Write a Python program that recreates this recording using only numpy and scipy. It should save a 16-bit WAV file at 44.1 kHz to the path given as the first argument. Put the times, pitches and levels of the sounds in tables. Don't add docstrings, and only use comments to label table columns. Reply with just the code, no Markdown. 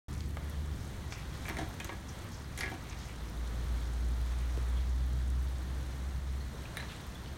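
import sys
import numpy as np
from scipy import signal
from scipy.fft import rfft, irfft
from scipy.io import wavfile
from scipy.ndimage import uniform_filter1d

SR = 44100
rng = np.random.default_rng(int(sys.argv[2]) if len(sys.argv) > 2 else 0)


def store_wav(level_fs):
    pcm = np.round(np.clip(np.atleast_2d(level_fs), -1, 1) * 32767)
    wavfile.write(sys.argv[1], SR, pcm.T.astype(np.int16))


N = 325017
T = np.arange(N) / SR


def jack(gain_db=-1, bounce_s=.027, bounce_shrink=.6, frame_hz=327):
    # start_s, thud_db, ring_db, tick_db, contact_hz (pitch the contact favours), rebounds
    knocks = [(1.454, -51, -43, -58, 2400, 0), (1.483, -46, -40.5, -51, 2340, 0),
              (1.489, -42.5, -44, -49.5, 1440, 0), (1.498, -43.5, -41, -52, 2070, 0),
              (1.569, -45, -39.5, -49, 2120, 0), (1.586, -36.5, -41.5, -46, 715, 2),
              (1.801, -48, -41.5, -48, 3070, 0), (1.845, -51, -47, -46, 7000, 1),
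              (1.893, -41.5, -41.5, -71, 1020, 1), (2.576, -54, -43.5, -44.5, 10500, 0),
              (2.588, -47, -44, -44.5, 6660, 0), (2.608, -48, -35.5, -44, 2080, 0),
              (2.633, -45.5, -33.5, -49, 2110, 3), (2.716, -43, -47.5, -59, 730, 0),
              (2.740, -44, -50, -55, 320, 0), (6.7707, -51, -37.5, -49.5, 1990, 0),
              (6.799, -51, -41.5, -63, 2000, 1)]
    # time_s, decay_scale (factor on ring and clatter times)
    grip = [(1.5, 1), (1.85, 0.69), (2.63, 0.85), (6.78, 0.35)]
    loss_db = np.array([3, 7, 10])
    out = np.zeros(N)
    for start_s, *levels_db, contact_hz, rebounds in knocks:
        decay_scale = np.interp(start_s, *np.transpose(grip))
        add(out, start_s, knock(levels_db, contact_hz, decay_scale))
        for k in range(1, round(rebounds) + 1):
            start_s += bounce_s * bounce_shrink ** (k - 1)
            add(out, start_s, knock(levels_db - k * loss_db, frame_hz, decay_scale))
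    return undb(gain_db) * out


def knock(levels_db, contact_hz, decay_scale, detune=.0034, clatter_db=6, crack_db=-2):
    # pitch_hz, relative_db, t60_s (before the grip damps them)
    steel_modes = [(225, 3, 0.15), (323.4, -0.5, 0.15), (376.4, -4.5, 0.3), (532, -2, 0.071),
                   (689, -4, 0.14), (758, -3, .15), (937, -3.5, 0.1), (1140, -6, 0.14), (1560, -16, 0.11),
                   (1670, -2.5, 0.3), (1736, -8.5, 0.19), (1860, -4.5, 0.21), (1960, 6.5, 0.033),
                   (2106, -1, 0.13), (2310, 1, 0.11), (2410, -6, 0.098), (2900, -21, .06),
                   (3234, -7, 0.052), (3310, -10, 0.082), (3770, -22, 0.06), (4320, -21.5, 0.11),
                   (5550, -17.5, 0.045), (5700, -22, .055), (6250, -16, .04), (7240, -31, 0.026),
                   (8170, -21, .03), (9270, -16, 0.041), (13100, -18, .02)]
    pitch_hz, mode_db, t60_s = np.transpose(steel_modes)
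    t = np.arange(SR // 2) / SR
    favour = lambda hz: undb(8 * bell(hz, contact_hz, octaves=.14))
    gains = undb(mode_db + 2 * rng.standard_normal(len(pitch_hz))) * favour(pitch_hz)
    pitch_hz = pitch_hz * (1 + detune * rng.standard_normal(len(pitch_hz)))
    phases = rng.uniform(0, 2 * np.pi, len(pitch_hz))
    modes = sum(gain * fade(t, decay_scale * t60) * np.sin(2 * np.pi * hz * t + phase)
                for hz, gain, t60, phase in zip(pitch_hz, gains, t60_s, phases))
    clatter_tone = colour([(150, -16), (300, -7), (1400, 6), (1700, 7.5), (2300, 4), (2800, 1),
                           (4000, -3.5), (5000, -18), (6500, -20), (15000, -27)])
    clatter = fade(t, t60=.1 * decay_scale) * noise(len(t), lambda hz: clatter_tone(hz) * favour(hz))
    crack_tone = colour([(2000, 20), (7000, -23), (15000, -9)])
    crack = fade(t, t60=.025) * noise(len(t), lambda hz: crack_tone(hz) * favour(hz))
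    hit = modes + undb(clatter_db) * clatter + undb(crack_db) * crack
    cutoff_hz = min(4000 + .87 * contact_hz, .45 * SR)
    hit = signal.sosfilt(signal.butter(1, cutoff_hz, fs=SR, output="sos"), hit)
    thud = band(hit, 232, 900)
    ring = band(hit, 1040, 4300)
    tick = band(hit, 6030, 17300)
    return sum(undb(db) * part / np.std(part[:SR // 100])
               for db, part in zip(levels_db, (thud, ring, tick)))


def small_contacts(ping_octaves=.048, ping_t60_s=.078):
    # start_s, level_db, centre_hz, width_octaves, t60_s
    taps = [(.2057, -42, 3850, 0.58, .019), (.370, -35, 990, 0.79, 0.029), (.497, -47.5, 11000, .33, .022),
            (1.123, -37, 1290, 1.25, 0.04), (1.4895, -42.5, 12000, .25, .02), (1.689, -49, 13000, .2, .015),
            (1.845, -45, 12900, .15, .02), (2.088, -50, 5840, .21, 0.095), (2.608, -38.5, 4150, .35, .04),
            (2.897, -47.5, 6370, .25, .04), (4.574, -35.5, 380, 0.27, 0.036),
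            (5.302, -47, 7500, 0.46, .012), (6.540, -43.5, 443, .35, 0.046),
            (6.654, -45.5, 2520, 0.23, 0.045), (6.770, -45, 14000, .16, .022),
            (6.895, -49.5, 2270, 0.41, .22), (7.260, -46, 3200, .45, .02)]
    # start_s, level_db, centre_hz
    pings = [(1.801, -42.5, 2500), (2.600, -47, 10930), (4.772, -50.5, 3280), (6.405, -54, 4240),
             (6.770, -42, 3850), (6.770, -46, 9430), (6.800, -46.5, 4050), (7.148, -50.5, 3420)]
    contacts = list(taps) + [(*ping, ping_octaves, ping_t60_s) for ping in pings]
    out = np.zeros(N)
    t = np.arange(SR // 5) / SR
    for start_s, level_db, centre_hz, octaves, t60_s in contacts:
        decay = fade(t, t60_s)
        burst = decay * noise(len(t), lambda hz: bell(hz, centre_hz, octaves))
        add(out, start_s, undb(level_db) * burst * np.linalg.norm(decay) / np.linalg.norm(burst))
    return out


def driveway_echo(x, wet_db=-10, treble_db=-5, predelay_s=.0055):
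    t = np.arange(SR // 2) / SR
    body = noise(len(t), colour([(3000, -4.5), (6000, -2), (12000, -19)])) * fade(t, t60=.36)
    treble = noise(len(t), colour([(2000, -22), (6000, 8), (16000, -3)])) * fade(t, t60=.18)
    tail = (body + undb(treble_db) * treble) * (t > predelay_s)
    return x + undb(wet_db) * signal.fftconvolve(x, tail / np.linalg.norm(tail))[:N]


def body_motion(still_db=-66.5, attack_s=.05, release_s=.3):
    # start_s, end_s, level_db
    moves = [(.03, .25, -65), (1.094, 1.403, -56.5), (2.055, 2.702, -60), (2.816, 3.25, -59),
             (3.76, 4.35, -66), (6.85, 6.98, -57.5)]
    power = undb(still_db) ** 2
    for start_s, end_s, level_db in moves:
        attack = np.clip((T - start_s) / attack_s, 0, 1)
        release = np.exp(-np.maximum(T - end_s, 0) / release_s)
        power = power + (undb(level_db) * attack * release) ** 2
    return 10 * np.log10(power)


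def jacket(motion_db, gain_db=-1, surge_db=4.5):
    folds = [(1100, -4.5), (2200, -7), (3500, -8), (5600, -6.5)]  # centre_hz, relative_db
    swish = sum(undb(db + surge_db * walk(22.06))
                * grains(hz, octaves=.32, per_s=700, spread_db=2.2, t60=.027) for hz, db in folds)
    return undb(gain_db + motion_db) * swish


def shoe_grit(motion_db, gain_db=-65, surge_db=1.5):
    sand = [(4000, -5), (7500, -4.5), (12000, -8.5)]  # centre_hz, relative_db
    crackle = sum(undb(db + surge_db * walk(10))
                  * grains(hz, octaves=.43, per_s=90, spread_db=4.7, t60=.02) for hz, db in sand)
    return undb(gain_db + .5 * (motion_db - motion_db.mean())) * crackle


def engine(start_hz, levels, load_db, climb_hz_per_s=3.15, throb_db=.5):
    # multiple (of the firing rate), relative_db
    harmonics = [(1, 3.5), (2, -15), (3, -34)]
    time_s, level_db = np.transpose(levels)
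    firing_hz = start_hz + climb_hz_per_s * (T - time_s[0])
    phase = 2 * np.pi * np.cumsum(firing_hz) / SR
    drone = np.zeros(N)
    for multiple, db in harmonics:
        k = round(multiple)
        flutter = (k - 1) * walk(25)
        drone += undb(db + load_db * (k - 1)) * np.sin(k * phase + flutter)
    in_gear = (T > time_s[0] - .1) & (T < time_s[-1] + .1)
    gate = uniform_filter1d(in_gear.astype(float), SR // 10)
    return unit(drone) * gate * undb(np.interp(T, time_s, level_db) + throb_db * walk(12))


def outdoor_air(rumble_db=-43.5, hiss_db=-53, settle_db=2.5, settle_s=1):
    # frequency_hz, relative_db
    rumble_tone = [(20, -9), (30, -23), (42, -3.5), (65, 3.5), (90, -2.5), (130, -3), (180, -8.5),
                   (250, -12.5), (330, -14), (450, -24), (700, -47.5)]
    # frequency_hz, relative_db
    hiss_tone = [(200, -15.5), (450, 4), (1000, 1.5), (1900, -0.5), (2650, -9), (3300, -5.5), (4200, -6.5),
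                 (4900, -13), (6200, -10), (7600, -15.5), (9200, -13), (10300, -23), (11500, -19.5),
                 (16000, -28)]
    lift_db = settle_db * np.exp(-T / settle_s)
    rumble = noise(N, colour(rumble_tone)) * undb(rumble_db + lift_db + .5 * walk(8))
    hiss = noise(N, colour(hiss_tone)) * undb(hiss_db + 1.27 * walk(5.18))
    return rumble + hiss


def grains(centre_hz, octaves, per_s, spread_db, t60):
    onsets = rng.random(N) < per_s / SR
    slips = onsets * undb(spread_db * np.minimum(rng.exponential(size=N), 3))
    power = signal.lfilter([1], [1, -fade(1 / SR, t60) ** 2], slips ** 2)
    return tint(np.sqrt(power) * rng.standard_normal(N), lambda hz: bell(hz, centre_hz, octaves))


def walk(rate_hz):
    hold = int(SR / rate_hz)
    steps = np.repeat(rng.standard_normal(N // hold + 1), hold)
    return unit(uniform_filter1d(uniform_filter1d(steps, hold), hold)[:N])


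def noise(size, gain):
    return tint(rng.standard_normal(size), gain)


def tint(x, gain):
    return unit(irfft(rfft(x) * gain(np.fft.rfftfreq(len(x), 1 / SR)), len(x)))


def colour(points):
    frequency_hz, gain_db = np.transpose(points)
    return lambda hz: undb(np.interp(np.log(hz + 1), np.log(frequency_hz), gain_db))


def bell(hz, centre_hz, octaves):
    return np.exp(-.5 * (np.log2((hz + 1) / centre_hz) / octaves) ** 2)


def band(x, low_hz, high_hz):
    return signal.sosfilt(signal.butter(3, [low_hz, high_hz], "band", fs=SR, output="sos"), x)


def fade(t, t60):
    return np.exp(-np.log(1000) * t / t60)


def add(out, start_s, x):
    i = int(start_s * SR)
    out[i:i + len(x)] += x[:max(N - i, 0)]


def undb(db):
    return 10 ** (np.asarray(db) / 20)


def unit(x):
    return x / np.sqrt(np.mean(x ** 2) + 1e-20)


def scene():
    # time_s, level_db
    low_gear = [(.08, -41.5), (.64, -37), (.88, -53.5), (1.9, -59)]
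    # time_s, level_db
    high_gear = [(2.699, -60), (3.45, -35.5), (5.38, -30.5), (5.55, -36.5), (6.4, -37.5), (6.62, -51),
                 (7.35, -46.5)]
    street = engine(start_hz=71.9, levels=low_gear, load_db=6.5)
    street += engine(start_hz=54.9, levels=high_gear, load_db=-1.5)
    street += outdoor_air()
    impacts = driveway_echo(jack() + small_contacts())
    motion_db = body_motion()
    return (impacts + jacket(motion_db) + shoe_grit(motion_db) + street)[None]


def record(dry, start_s=.083, top_hz=15900):
    lowpass = signal.ellip(10, .1, 80, top_hz, fs=SR, output="sos")
    return signal.sosfilt(lowpass, dry * (T > start_s))


dry = scene()
out = record(dry)
store_wav(out)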